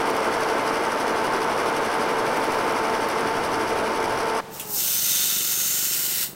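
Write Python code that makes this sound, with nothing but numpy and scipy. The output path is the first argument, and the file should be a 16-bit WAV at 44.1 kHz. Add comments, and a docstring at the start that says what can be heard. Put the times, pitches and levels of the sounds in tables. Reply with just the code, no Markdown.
"""A smithy yard, close to a charcoal forge: an electric blower drives air roaring through the coals,
its fan whining and its loose bearing rattling in a quick, even beat. The roar ends at once and we are
at a stone water tank, the fan coasting down farther off. A hot blade is dipped: the water spits, then
steam bubbles collapse in a long boiling hiss until it is lifted. A small engine chugs in the distance."""
import sys
import numpy as np
from scipy import signal
from scipy.fft import rfft, irfft, next_fast_len
from scipy.io import wavfile
from scipy.ndimage import uniform_filter1d, map_coordinates

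SR = 44100
rng = np.random.default_rng(int(sys.argv[2]) if len(sys.argv) > 2 else 0)


def wav_out(sig):
    """Save sig, one row per channel (or a flat mono array), as 16-bit PCM at SR to the path in sys.argv[1]."""
    wavfile.write(sys.argv[1], SR, np.round(np.clip(np.atleast_2d(sig).T, -1, 1) * 32767).astype(np.int16))


N = 280031

# Spectra of the sources. Each row: frequency in Hz, relative level in dB.
OPEN_AIR = [(20, 4), (60, -4), (95, 1), (130, 9.5), (250, 3.5), (500, 5.5), (900, -1), (1500, -2),
            (4000, -19.5), (15000, -23)]
COAL_ROAR = [(60, -33.5), (130, -11.5), (200, -9), (290, -1), (480, 0.5), (820, -2), (1020, 0),
             (1250, -3.5), (1580, -4.5), (1800, -11.5), (2350, -14.5), (3800, -22.5), (7000, -31.5),
             (15000, -41.5)]
FLAME_RUMBLE = [(10, 3), (25, -5.5), (70, -2), (130, 0.5), (250, -14), (600, -34)]
EMBER_CRACKLE = [(3000, -8), (9000, 1), (12500, -7), (14000, 0), (15700, -6)]
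HOUSING_RATTLE = [(900, -26), (2000, -9), (3000, 4.5), (3900, -6), (4500, 4), (5300, 5.5), (6150, 2),
                  (6500, -6), (7200, -16), (8000, -8), (9500, -3), (11200, -4.5), (13000, -15),
                  (15700, -24)]
WATER_BOIL = [(300, -26), (700, -17.5), (1080, -17.5), (1400, -7), (2300, -9.5), (3000, -4), (4700, -5),
              (6000, -4), (8800, -2), (10500, -10.5), (11500, -10.5), (13200, -3), (14500, -5.5),
              (15700, -5)]
STEAM_SPIT = [(1200, -22), (2100, -3), (2600, 12), (3400, 8), (4500, -3), (6000, 6), (9000, 10), (14000, 6),
              (15700, 9)]
BREEZE = [(10, -7), (30, 0), (55, -8), (150, -35), (500, -70)]
FAR_ENGINE = [(60, -22), (115, 1.5), (400, 9), (800, -37), (2000, -30)]
FAR_RUSH = [(100, -8), (300, -1.5), (900, 0), (1500, -7.5), (4000, -14.5), (15000, -25)]
COAL_SNAP = [(2000, -17), (5000, 8), (7000, -3), (10000, 3), (13500, 3), (15700, -3)]
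# Resonances and dips. Each row: centre in Hz, width in Hz, gain in dB.
HEARTH_MODES = [(466, 23, 2.5), (677, 50, 2.5), (1850, 70, 1), (2100, 120, 5), (2350, 100, 4),
                (2870, 160, 3), (3370, 150, 2)]  # air pipe and hearth
HOUSING_MODES = [(4470, 38, 7), (4780, 80, -8), (4950, 49, 7), (5530, 51, 2.5), (6060, 47, 2.5),
                 (7000, 140, -9), (7640, 60, 12), (7960, 90, 3), (8360, 49, 9), (8640, 60, -7),
                 (8800, 60, 7), (9370, 50, 7), (10200, 60, 5), (10700, 120, 0.5), (12520, 43, 1),
                 (14400, 150, 7)]  # the blower's thin metal
TANK_MODES = [(1380, 160, -0.5), (1676, 120, -6.5), (2140, 59, 0), (2310, 110, -2.5), (2730, 220, 2),
              (3280, 120, -7), (5440, 140, 5), (5880, 120, 2.5), (6850, 130, 0.5)]  # between the stone walls
# The engine's exhaust pipe. Each row: frequency in Hz, relative level in dB, t60 in seconds.
EXHAUST_MODES = [(140, -8.5, 0.08), (195, -4, 0.062), (336, -2.5, 0.021)]
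# The six-bladed fan from close by. Each row: multiple of the shaft speed, rms level in dB.
FAN_TONES = [(3, -46.5), (6, -35), (10, -47.5), (11, -45.5), (12, -33.5), (13, -42.5), (18, -43),
             (21, -52.5), (25, -52)]
# Charcoal splitting. Each row: start in seconds, starting level in dB.
SNAP_EVENTS = [(0.0702, -41), (0.1012, -31), (0.1645, -33), (0.4075, -39), (0.9986, -37), (1.2446, -37),
               (1.6591, -40), (3.0864, -32), (3.4481, -38)]
# Water flashing to steam. Each row: start in seconds, level in dB, t60 in seconds.
SPIT_EVENTS = [(4.596, -24.5, 0.14), (5.191, -22, .015), (5.562, -23, 0.034)]
# Resonances and one dip around the blade. Each row: centre in Hz, strongest moment in seconds,
# swell width in seconds, gain in dB.
BLADE_RESONANCES = [(3580, 5.2, 0.48, 5.5), (6220, 5, .28, 7), (6190, 5.59, 0.34, 9.5),
                    (7010, 5.77, 0.27, 7), (9860, 5.26, .55, -5)]
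# Bubbles, from big and gurgling to fine and hissing. Each row: low and high edge in Hz, time of full
# strength in seconds, level in dB, surge in dB, drift in dB per second.
BUBBLE_BANDS = [(200, 2500, 4.81, -44, 2.5, 2.5), (2520, 4500, 4.795, -36.5, 3.5, 0.4),
                (4410, 10060, 4.765, -28, 2.5, -1), (9970, 17600, 4.748, -25, 1, -1.3)]

SHAFT_HZ, BEAT_HZ, BALL_HZ = 74.29, 11.89, 246.66  # the blower: its turn, bearing play, passing balls
STIR_S = 2.33  # tongs push into the coals
FORGE_END_S, TOUCH_S = 4.407, 4.5  # the roar ends; the blade grazes the water


def amp(db):
    """Decibels to gain."""
    return np.exp(np.maximum(db, -300) * np.log(10) / 20)


def unit(x):
    """Scale to rms 1."""
    return x / np.sqrt(np.mean(x ** 2) + 1e-20)


def clock():
    """The time of every sample in seconds."""
    return np.arange(N) / SR


def since(s):
    """Seconds gone by since s, 0 before it."""
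    return np.maximum(clock() - s, 0)


def ramp(start_s, length_s):
    """0 before the start, then straight up to 1."""
    return np.clip((clock() - start_s) / length_s, 0, 1)


def swell(centre, width, x):
    """A bell over x, 1 at its centre."""
    return np.exp(-((x - centre) / width) ** 2)


def wobble(rate):
    """A smooth random curve, rate knots a second."""
    return map_coordinates(rng.standard_normal(int(N * rate / SR) + 4), [clock() * rate])


def filtered(x, response):
    """x times a response of frequency."""
    size = next_fast_len(N + 8192)
    return irfft(rfft(x, size) * response(np.fft.rfftfreq(size, 1 / SR)), size)[..., :N]


def edge(hz, edge_hz):
    """Gain of a steep high-pass."""
    return 1 - 1 / (1 + (hz / edge_hz) ** 16)


def coloured(x, spectrum, modes=()):
    """x shaped by a spectrum on a log axis with bell-shaped resonances on it, at rms 1."""
    points_hz, points_db = np.transpose(spectrum)

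    def response(hz):
        outline_db = np.interp(np.log(hz + 1), np.log(points_hz + 1), points_db)
        return amp(outline_db + sum(db * swell(centre, width, hz) for centre, width, db in modes))
    return unit(filtered(x, response))


def noise(spectrum, modes=()):
    """Coloured noise of rms 1."""
    return coloured(rng.standard_normal(N), spectrum, modes)


def crackle(rate, spread_db, snap_s, ring_s, ring_share):
    """Random tiny bursts of scattered size: each is a snap of noise and a weaker, longer ring."""
    sizes = amp(spread_db * np.clip(rng.standard_normal(N), -2.6, 2.6))
    energy = sizes ** 2 * (rng.random(N) < rate / SR)
    t = np.arange(SR // 20) / SR
    fade = np.exp(-t / snap_s) / snap_s + ring_share * np.exp(-t / ring_s) / ring_s
    envelope = np.sqrt(np.abs(signal.fftconvolve(energy, fade)[:N]))
    return unit(envelope * rng.standard_normal(N))


def yard(air_db=-46.5, puff_s=5.1, puff_width_s=0.04, puff_db=-48):
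    """Quiet open air all round, and one soft puff of breeze on the microphone."""
    puff = swell(puff_s, puff_width_s, clock()) * noise(BREEZE)
    return amp(air_db) * noise(OPEN_AIR) + amp(puff_db) * puff


def engine(level_db=-48, firing_hz=23.83, on_beat_s=5.66):
    """Far off, a steady single-cylinder engine: each firing rings the exhaust at a slightly new strength."""
    cycle = np.floor(firing_hz * (clock() - on_beat_s))
    firings = np.diff(cycle, prepend=cycle[0]) * amp(0.5 * rng.standard_normal(N))
    t = np.arange(SR // 8) / SR
    pipe = sum(amp(db - 60 * t / t60) * np.sin(2 * np.pi * hz * t) for hz, db, t60 in EXHAUST_MODES)
    return amp(level_db) * coloured(signal.fftconvolve(firings, pipe)[:N], FAR_ENGINE)


def fan_whine(shaft_hz, flutter_db, waver_rad):
    """Fan tones on multiples of the shaft speed, each shaken a little by the turbulent air."""
    angle = 2 * np.pi * np.cumsum(shaft_hz) / SR
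    tones = np.zeros(N)
    for multiple, db in FAN_TONES:
        strength = amp(db + flutter_db * wobble(10))
        tones += strength * np.sin(multiple * angle + waver_rad * wobble(7))
    return np.sqrt(2) * tones


def coasting_fan(off_s=4.59, coast_s=2.1, far_db=-13.5, dull_hz=900, fade_s=4.79, fade_db_per_s=114):
    """The fan from the tank, dulled by distance: power off, drag slows it, and whine and rush die away."""
    speed = np.exp(-since(off_s) / coast_s)  # share of full speed
    tones = fan_whine(SHAFT_HZ * speed, flutter_db=1.8, waver_rad=0.5)
    dulled = filtered(tones, lambda hz: 1 / np.sqrt(1 + (hz / dull_hz) ** 6))
    rush = amp(-42.5) * speed ** 3.5 * noise(FAR_RUSH)
    return amp(far_db - fade_db_per_s * since(fade_s)) * dulled + rush


def embers(rest_db=-68, stir_db=-51, stir_length_s=0.44, edge_s=0.033):
    """The coals crackle faintly, and crunch while the tongs push through them."""
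    stirring = ramp(STIR_S, edge_s) - ramp(STIR_S + stir_length_s, edge_s)
    sparks = crackle(rate=170, spread_db=4.5, snap_s=0.0004, ring_s=0.003, ring_share=0.5)
    return (amp(rest_db) + amp(stir_db) * stirring) * coloured(sparks, EMBER_CRACKLE)


def charcoal_snaps(t60=0.026):
    """Single pieces of charcoal split with a thin snap."""
    envelope = sum(amp(db - 60 * since(s) / t60) * (clock() >= s) for s, db in SNAP_EVENTS)
    return envelope * noise(COAL_SNAP)


def beat(lead_cycles=-0.012):
    """The even beat of the bearing's play, from -1 to 1."""
    return np.cos(2 * np.pi * (BEAT_HZ * clock() + lead_cycles))


def pulse_treble(x, above_hz, depth_db):
    """The top of x rises and falls with the bearing's beat."""
    treble = filtered(x, lambda hz: edge(hz, above_hz))
    return x + treble * (amp(depth_db * beat()) - 1)


def thin_metal(x, depth_db=1.43, spacing_hz=55):
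    """Countless weak modes of sheet metal comb x at random."""
    modes_hz = np.arange(0, SR / 2, spacing_hz)
    mode_db = depth_db * rng.standard_normal(len(modes_hz))
    return filtered(x, lambda hz: amp(np.interp(hz, modes_hz, mode_db)))


def bearing(level_db=-40.5, beat_db=2.0, turn_db=2.0, lead_turns=-0.35):
    """A loose bearing rattles the housing once a turn, and harder with each beat of its play."""
    turn = np.cos(2 * np.pi * (SHAFT_HZ * clock() + lead_turns))
    contact = amp(beat_db * beat() + turn_db * turn)
    knocks = contact * crackle(rate=2900, spread_db=5.5, snap_s=0.00069, ring_s=0.0037, ring_share=0.95)
    chatter = coloured(thin_metal(knocks), HOUSING_RATTLE, HOUSING_MODES)
    chatter = pulse_treble(chatter, above_hz=6200, depth_db=1.0)  # harder contact is brighter
    return amp(level_db) * unit(chatter)


def fire_roar(roar_db=-24, choke_db_per_s=0.65, flame_db=-48, flare_s=3.7, flare_width_s=0.49):
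    """Air roars through the coals; the tongs damp it, and the disturbed flame rumbles more for a while."""
    air = pulse_treble(noise(COAL_ROAR, HEARTH_MODES), above_hz=1900, depth_db=1.23)
    rumble_db = flame_db + 4 * swell(flare_s, flare_width_s, clock()) + 1.6 * wobble(6.3)
    return amp(roar_db - choke_db_per_s * since(STIR_S)) * air + amp(rumble_db) * noise(FLAME_RUMBLE)


def forge():
    """Close on the fire, with the blower whining and rattling beside it."""
    blower = bearing() + fan_whine(np.full(N, SHAFT_HZ), flutter_db=0.8, waver_rad=0.28)
    return fire_roar() + embers() + charcoal_snaps() + blower


def spits(attack_s=0.00092):
    """Water flashes to steam in short spits, the longest as the blade's edge first dips."""
    envelope = sum(amp(db - 60 * since(s) / t60) * (1 - np.exp(-since(s) / attack_s))
                   for s, db, t60 in SPIT_EVENTS)
    return envelope * noise(STEAM_SPIT)


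def blade_colour(x, width_share=0.047, climb_per_s2=0.024):
    """Resonances climb as the blade nears the wall; crossing wall echoes add a fine, drifting ripple."""
    hz, t, spectra = signal.stft(x, SR, nperseg=512)
    climb = 1 + climb_per_s2 * np.maximum(t - TOUCH_S, 0) ** 2
    modes_db = sum(db * swell(s, width_s, t) * swell(centre * climb, centre * width_share, hz[:, None])
                   for centre, s, width_s, db in BLADE_RESONANCES)
    drift = uniform_filter1d(rng.standard_normal(spectra.shape), size=90, axis=1)
    ripple_db = 1.4 * unit(uniform_filter1d(drift, size=2, axis=0))
    return signal.istft(spectra * amp(modes_db + ripple_db), SR, nperseg=512)[1][:N]


def boiling(full_s, level_db, surge_db, drift_db_per_s, plunge_s=0.088, surge_s=5.19, lift_s=6.234):
    """Strength of one size of bubble: touch, plunge, surge, slow drift as the steel cools, lift."""
    shallow_db = -16 * (1 - ramp(full_s - plunge_s, plunge_s))  # a thin hiss until the blade is under
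    fierce_db = surge_db * swell(surge_s, 0.18, clock())
    cooling_db = drift_db_per_s * since(full_s)
    lifted_db = -205 * since(lift_s)
    return ramp(TOUCH_S, length_s=0.048) * amp(level_db + shallow_db + fierce_db + cooling_db + lifted_db)


def quench(sputter_db=0.3):
    """Close by, steam bubbles collapse on the steel; the finest peak first, big ones grow as it cools."""
    bubbles = crackle(rate=7000, spread_db=3.3, snap_s=0.00011, ring_s=0.004, ring_share=0.9)
    water = blade_colour(coloured(bubbles, WATER_BOIL, TANK_MODES))
    hiss = np.zeros(N)
    for low_hz, high_hz, *course in BUBBLE_BANDS:
        band = filtered(water, lambda hz: edge(hz, low_hz) - edge(hz, high_hz))
        hiss += boiling(*course) * unit(band)
    return amp(sputter_db * wobble(22)) * hiss


def scene(cut_s=0.00079):
    """The microphone is first at the forge, then at the tank; both channels are alike."""
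    at_forge = np.clip((FORGE_END_S - clock()) / cut_s, 0, 1)
    tank = quench() + spits() + coasting_fan() + engine() + yard()
    mono = at_forge * forge() + (1 - at_forge) * tank
    return np.array([mono, mono])


def record(dry, top_hz=15780):
    """The microphone chain passes nothing above its band limit."""
    return filtered(dry, lambda hz: hz < top_hz)


dry = scene()
out = record(dry)
wav_out(out)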